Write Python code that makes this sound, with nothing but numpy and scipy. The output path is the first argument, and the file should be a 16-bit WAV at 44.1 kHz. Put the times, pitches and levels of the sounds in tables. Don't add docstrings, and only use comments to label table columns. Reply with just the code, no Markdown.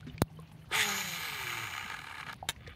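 import sys
import numpy as np
from scipy import signal
from scipy.io import wavfile
from scipy.ndimage import uniform_filter1d

SR = 44100
rng = np.random.default_rng(int(sys.argv[2]) if len(sys.argv) > 2 else 0)


def materialize(psi):
    bounded = np.clip(np.atleast_2d(psi).T, -1, 1)
    quanta = np.round(bounded * 32767).astype(np.int16)
    wavfile.write(sys.argv[1], SR, quanta)


N = 121275


def amp(db):
    return 10 ** (np.asarray(db) / 20)


def rms_one(x):
    return x / np.sqrt(np.mean(x ** 2) + 1e-20)


def in_time(rows):
    times, *columns = np.transpose(rows)
    return [np.interp(np.arange(N) / SR, times, column) for column in columns]


def inside(rows):
    t = np.arange(N) / SR
    return (t >= rows[0][0]) & (t <= rows[-1][0])


def level(rows):
    return amp(in_time(rows)[0]) * inside(rows)


def drift(rate_hz):
    r = np.exp(-2 * np.pi * rate_hz / SR)
    noise = rng.standard_normal(N + SR)
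    return rms_one(signal.lfilter([1], [1, -2 * r, r * r], noise)[SR:])


def resonance(x, hz, width_hz):
    r = np.exp(-np.pi * width_hz / SR)
    gain = (1 - r * r) / 2
    return signal.lfilter([gain, 0, -gain], [1, -2 * r * np.cos(2 * np.pi * hz / SR), r * r], x)


def body(x, peaks):
    rings = [amp(db) * resonance(x, hz, width_hz) for hz, width_hz, db in peaks]
    return rms_one(sum((-1) ** k * ring for k, ring in enumerate(rings)))


def band(x, kind, hz, order=2):
    return signal.sosfilt(signal.butter(order, hz, kind, fs=SR, output="sos"), x)


def grains(per_s):
    sizes_db = 3 * np.minimum(rng.exponential(1, N), 5)
    sizes = amp(sizes_db) * rng.choice([-1, 1], N)
    return sizes * (rng.random(N) < per_s / SR) / np.sqrt(per_s)


def since(start_s):
    return np.maximum(np.arange(N) / SR - start_s, 0)


def dying(start_s, t60_s):
    t = since(start_s)
    return (t > 0) * amp(-60 * np.minimum(t / t60_s, 3))


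# t/s, speed/(turns per s)
SPOOL_SPEED = [(.7, 148), (.76, 221), (.87, 205), (.97, 195), (1.05, 189), (1.2, 162), (1.29, 150),
               (1.46, 121.7), (1.65, 109.7), (1.76, 69), (1.95, 42.2), (2.09, 35.5), (2.25, 35.3),
               (2.36, 28)]


def spool_motion():
    speed, = in_time(SPOOL_SPEED)
    return speed, 2 * np.pi * np.cumsum(speed) / SR


# t/s, delay/ms
NEAR_SURFACE = [(.7, .16), (.95, .156), (1.5, .14), (1.78, .136), (1.95, .122), (2.2, .113), (2.4, .112)]


def reflected(x):
    delay_samples = in_time(NEAR_SURFACE)[0] * SR / 1000
    late = np.interp(np.arange(N) - delay_samples, np.arange(N), x)
    return rms_one(x + 0.65 * late)


# t/s, level/dB
RATTLE_LEVEL = [(0.69, -71), (0.722, -38), (0.744, -29), (0.87, -37), (0.892, -33.5), (0.934, -38.5),
                (0.958, -35.5), (1.054, -42), (1.516, -39), (1.928, -42), (2.104, -47), (2.114, -45.5),
                (2.182, -47), (2.202, -42), (2.248, -52), (2.294, -40), (2.34, -51), (2.35, -85)]
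# t/s, then low, middle, upper, bright and hiss level/dB
RATTLE_COLOUR = [(.69, 6, -12, -5, -22, -20), (.73, -2, -2.5, -10, -31, -29),
                 (.76, -5, -4.5, -14.5, -12, -15), (.8, -4, -5.5, -8, -7, -13.5),
                 (.86, -1.5, -1.5, -2.5, -3.5, -8.5), (.95, -2.5, -2, -6, -3, -10),
                 (1.1, -3.5, 0.5, -2, -2.5, -5.5), (1.28, -3.5, -2.5, -5, -15, -10),
                 (1.5, -3.5, -1, -10.5, -11, -12), (1.7, -4.5, -2.5, -13.5, -13, -16.5),
                 (1.9, -2, -2.5, -13.5, -16.5, -20.5), (2.05, -0.5, -5, -10, -20.5, -17),
                 (2.22, -3.5, -6.5, -14, -22, -20.5), (2.3, -1, -8, -14.5, -25, -25),
                 (2.35, -1, -3, -6, -26, -26)]
# f/Hz, width/Hz, relative level/dB
LOW_RING = [(426, 123, -14), (757, 94, -7), (907, 74, -1), (1086, 45, -3), (1229, 59, 3), (1468, 213, -2),
            (1689, 89, 3)]
MIDDLE_RING = [(1937, 93, -1), (2140, 145, 0.5), (2340, 85, 3.5), (2599, 66, -3), (2894, 167, -2.5)]
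UPPER_RING = [(3117, 76, -1), (3276, 23, -3.5), (3493, 96, 0), (4038, 134, -1), (4284, 36, 0.5),
              (4550, 1540, -12)]
BRIGHT_RING = [(5600, 800, -5.5), (5940, 130, 1), (6700, 310, 6.5), (7400, 700, -8.5)]
HISS_RING = [(8170, 1150, 0.25), (10260, 1300, 0.089), (11800, 1800, 0.096), (14500, 890, -1.9)]
GRAINS_PER_TURN, GRAIN_FLOOR_PER_S = 25, 2500
TURN_SWING_DB, SECOND_LOBE_DB, WOBBLE_DB = 3, 5.5, 1.2


def bearing_rattle():
    speed, turn = spool_motion()
    slow = 1 - speed / speed.max()
    once = TURN_SWING_DB * np.cos(turn)
    twice = SECOND_LOBE_DB * slow ** 2 * np.cos(2 * turn)
    wobble = WOBBLE_DB * (drift(35) + .5 * drift(4))
    gate = amp(once + twice + wobble)

    rate = GRAINS_PER_TURN * speed + GRAIN_FLOOR_PER_S
    shared = grains(rate)
    smooth = gate ** 0.56 * (0.9 * shared + rng.standard_normal(N) * shared.std())
    rings = [
        band(body(gate * shared, LOW_RING), "low", 2860),
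        body(gate * (.5 * shared + grains(rate)), MIDDLE_RING),
        body(gate * (1.2 * shared + grains(rate)), UPPER_RING),
        band(body(smooth, BRIGHT_RING), "high", 3900),
        reflected(band(body(smooth, HISS_RING), "high", 7100, order=3)),
    ]
    rattle = sum(amp(db) * ring for db, ring in zip(in_time(RATTLE_COLOUR), rings))
    return level(RATTLE_LEVEL) * rattle


# t/s, level/dB (before a common 7 dB cut)
SPOOL_JOLTS = [(1.572, -24), (1.8, -28), (1.835, -33), (1.912, -27.5), (2.083, -29), (2.11, -30.5),
               (2.142, -31), (2.17, -31.5), (2.2, -26), (2.229, -29), (2.266, -30), (2.285, -24.5),
               (2.295, -30)]


def spool_jolts():
    frame = body(grains(4400.0), LOW_RING[1:] + MIDDLE_RING)
    envelope = 0
    for start_s, db in SPOOL_JOLTS:
        attack = np.minimum(since(start_s) / 0.0014, 1)
        envelope = envelope + amp(db - 7) * dying(start_s, 0.029) * attack
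    return frame * envelope


# t/s, then four level/dB (before a common 4.5 dB lift)
UNBALANCE = [(.72, -80, -53, -57, -71), (.77, -56, -47, -58, -49.5), (.9, -50, -53.5, -61.5, -48),
             (1.0, -53.5, -62, -61, -71), (1.15, -53, -63, -65, -56.5), (1.3, -60.5, -75, -59, -98),
             (1.5, -59.5, -85, -56, -74), (1.64, -51, -81, -62.5, -65), (1.75, -75, -86, -87, -69),
             (1.9, -67, -90, -92, -85)]


def unbalance_tones():
    _, turn = spool_motion()
    angle = turn + 0.185 * drift(11.6)
    tones = 0
    for multiple, db in enumerate(in_time(UNBALANCE), start=1):
        tones = tones + amp(db + 4.5 + 1.6 * drift(13)) * np.sin(multiple * angle)
    return inside(UNBALANCE) * tones


# t/s, level/dB
LAUNCH_LEVEL = [(.705, -69), (.722, -42.5), (.75, -30), (.77, -32.5), (.81, -27), (.825, -29), (.87, -50)]
# f/Hz, width/Hz, relative level/dB
LAUNCH_RING = [(1690, 340, -4), (1990, 320, 4), (2800, 530, -2.5), (3530, 280, 0.5), (8360, 1700, -12.5)]


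def launch():
    return level(LAUNCH_LEVEL) * band(body(grains(5000.), LAUNCH_RING), "high", 620)


# t/s, level/dB (before a common 10 dB cut)
CLUTCH_TOUCHES = [(2.487, -28), (2.4895, -14.5), (2.4958, -22), (2.5003, -19.5), (2.5035, -30),
                  (2.5059, -23.5), (2.523, -47)]
# f/Hz, relative level/dB, t60/s
MECHANISM_MODES = [(147, -12, 0.049), (930, -18, 0.044), (1790, -5, .012), (2250, -4.5, .015),
                   (2710, -8, 0.019), (3220, -9.5, 0.018), (3670, 3, 0.0063), (4550, -14, 0.0036),
                   (6220, -12, 0.015), (7130, -6, 0.008), (8200, -8.5, 0.0033), (10800, -8, 0.01),
                   (14400, -12, 0.0046)]
# t/s, level/dB (before it is scaled into crunch and modes)
CLUTCH_CHATTER = [(2.4865, -58), (2.492, -32), (2.509, -32), (2.516, -44.5), (2.528, -58)]


def clutch():
    chatter = level(CLUTCH_CHATTER) * rms_one(grains(np.full(N, 1500.)))
    times, touch_db = np.transpose(CLUTCH_TOUCHES)
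    envelope = sum(amp(db - 10) * dying(start_s, 0.0077) for start_s, db in CLUTCH_TOUCHES)
    snaps = envelope * rng.standard_normal(N)
    out = amp(0.5) * band(snaps + 0.34 * chatter, "band", [900, 12000], order=1)
    for hz, db, t60_s in MECHANISM_MODES:
        strikes = 0.067 * chatter
        strikes[(times * SR).astype(int)] += amp(touch_db - 10 + rng.normal(0, 3, len(times)))
        r = amp(-60 / (t60_s * SR))
        w = 2 * np.pi * hz / SR
        ring = [0, amp(db) * np.sin(w)], [1, -2 * r * np.cos(w), r * r]
        out = out + signal.lfilter(*ring, strikes + 1e-18)
    return out


# push level/dB, push f/Hz, push t60/s, edge level/dB, crack level/dB
MICROPHONE_KNOCK = (-8.5, 84, .036, -4, -21)
KNOCK_S = .2194


def knock():
    push_db, hz, t60_s, edge_db, crack_db = MICROPHONE_KNOCK
    t = since(KNOCK_S)
    push = amp(push_db) * dying(KNOCK_S, t60_s) * np.sin(2 * np.pi * hz * t + .35)
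    edge = -amp(edge_db) * dying(KNOCK_S, .012) * np.minimum(t / .00025, 1)
    noise = rng.standard_normal(N)
    bright = 0.66 * noise + 3 * resonance(noise, 3850, 600) + 1.26 * resonance(noise, 10750, 800)
    envelope = dying(KNOCK_S - .0003, .008) + .1 * dying(KNOCK_S - .0025, .04)
    return band(push, "low", 1350) + edge + amp(crack_db) * envelope * bright


# t/s, level/dB
HANDLE_TURN = [(2.56, -95), (2.61, -62), (2.65, -61.5), (2.69, -55), (2.73, -52.5), (2.74, -62),
               (2.75, -61)]


def gears():
    return level(HANDLE_TURN) * body(grains(900.), LOW_RING[4:] + MIDDLE_RING + UPPER_RING[2:3])


# t/s, level/dB, t60/s, centre f/Hz, width/Hz
HANDLING_CLICKS = [(.008, -48, 0.011, 1470, 3800), (0.067, -54, 0.23, 1400, 2400),
                   (.18, -44.5, 0.032, 2310, 900), (.18, -47, 0.014, 4050, 890),
                   (.364, -65, .01, 9500, 3900), (.4, -53, .01, 10000, 5000), (.42, -60, .02, 11000, 3000),
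                   (0.516, -55, 0.042, 1480, 2500), (.52, -65, 0.14, 9900, 5000),
                   (2.328, -47, 0.017, 4960, 1500), (2.329, -47, 0.01, 12050, 8990),
                   (2.342, -52, .01, 5000, 8900), (2.363, -58, 0.012, 11000, 2000),
                   (2.527, -54, 0.09, 1920, 2480), (2.562, -49.5, 0.034, 2000, 980),
                   (2.608, -55, 0.037, 1640, 1000), (2.665, -47.5, 0.1, 2000, 700),
                   (2.6745, -45.5, 0.028, 3100, 2800), (2.381, -62, .02, 1200, 1500),
                   (2.388, -61, 0.019, 1200, 1500)]


def clicks():
    noise = rng.standard_normal(N)
    out = np.zeros(N)
    for start_s, db, t60_s, hz, width_hz in HANDLING_CLICKS:
        colour = resonance(resonance(noise, hz, width_hz), hz, width_hz)
        out += amp(db) * dying(start_s, t60_s) * rms_one(colour)
    return out


# t/s, level/dB, f/Hz, t60/s
DROP_PLINKS = [(0.028, -44, 1470, 0.03), (.068, -36, 247, 0.16), (.07, -48.5, 404, 0.11),
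               (.084, -44, 3680, 0.017), (0.097, -42.5, 2960, 0.027), (.098, -43, 3580, 0.017),
               (.2, -53, 2840, 0.018), (.28, -52, 2760, 0.027), (.301, -50, 786, 0.045),
               (.37, -51.5, 3070, .04), (0.389, -43.5, 1060, 0.057), (0.389, -39.5, 466, 0.035),
               (.515, -47.5, 855, 0.035), (0.619, -54, 3020, 0.036), (.713, -31, 424, 0.033),
               (2.427, -22, 766, 0.02), (2.44, -39.5, 755, 0.047), (2.454, -37, 785, 0.021),
               (2.676, -40, 480, 0.058)]


def plinks():
    out = np.zeros(N)
    for start_s, db, hz, t60_s in DROP_PLINKS:
        t = since(start_s)
        attack = np.minimum(t / 0.0024, 1)
        out += amp(db) * dying(start_s, t60_s) * attack * np.sin(2 * np.pi * hz * t)
    return out


# t/s, level/dB
MOVEMENT = [(0, -51), (.1, -55), (.15, -42.5), (.2, -69), (.3, -68), (.76, -53.5), (.82, -45), (.88, -121),
            (2.5, -52), (2.75, -51.5)]


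def movement_rumble():
    return amp(in_time(MOVEMENT)[0]) * rms_one(band(rng.standard_normal(N), "band", [50, 130]))


# t/s, level/dB
HUM_LEVEL = [(0, -48), (.7, -56.5), (1.1, -53.5), (1.4, -64), (2.0, -64), (2.4, -68), (2.75, -66)]
HUM_HZ, HUM_WIDTH_HZ = 156.6, 8.8


def hum():
    once = resonance(rng.standard_normal(N), HUM_HZ, HUM_WIDTH_HZ)
    return amp(in_time(HUM_LEVEL)[0]) * rms_one(resonance(once, HUM_HZ, HUM_WIDTH_HZ))


# f/Hz, relative level per Hz/dB
AIR_SPECTRUM = [(15, -49), (25, 15), (166, -8), (416, -20.5), (503, -23.5), (714, -19.5), (1480, -30),
                (2480, -22), (2840, -32.5), (3160, -27.5), (8140, -49.5), (14400, -36), (16000, -59)]
AIR_DB, AIR_PATCHY_DB = -55, 3.56


def outdoor_air():
    spectrum_hz, spectrum_db = np.transpose(AIR_SPECTRUM)
    edges = 25 * 2 ** np.arange(0, 9.6, .5)
    white = rng.standard_normal((2, N))
    air = 0
    for k, (low, high) in enumerate(zip(edges, edges[1:])):
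        db = np.interp(np.log(low * high) / 2, np.log(spectrum_hz), spectrum_db)
        air = air + amp(db + AIR_PATCHY_DB * drift(24)) * band(white[k % 2], "band", [low, high])
    return amp(AIR_DB) * rms_one(band(air, "high", 92, order=3))


def scene():
    spool = bearing_rattle() + spool_jolts() + unbalance_tones()
    reel = spool + launch() + clutch()
    handling = knock() + gears() + clicks() + plinks()
    background = movement_rumble() + hum() + outdoor_air()
    return (reel + handling + background)[None]


DUCK_ABOVE_DB, DUCK_RATIO = -17, 0.72
DUCK_LAG_S, DUCK_RELEASE_DB_PER_S = 0.011, 111
MIC_LOW_CUT_HZ, CUTOFF_HZ = 45, 15700


def record(dry):
    slope = DUCK_RELEASE_DB_PER_S * np.arange(N) / SR
    peak_db = 20 * np.log10(np.abs(dry[0]) + 1e-9)
    held_db = np.maximum.accumulate(peak_db + slope) - slope
    duck_db = uniform_filter1d(DUCK_RATIO * np.maximum(held_db - DUCK_ABOVE_DB, 0), size=300)
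    late_db = np.interp(np.arange(N) - DUCK_LAG_S * SR, np.arange(N), duck_db)
    ducked = band(dry * amp(-late_db), "high", MIC_LOW_CUT_HZ)
    return signal.sosfilt(signal.ellip(12, .3, 60, CUTOFF_HZ, fs=SR, output="sos"), ducked)


dry = scene()
out = record(dry)
materialize(out)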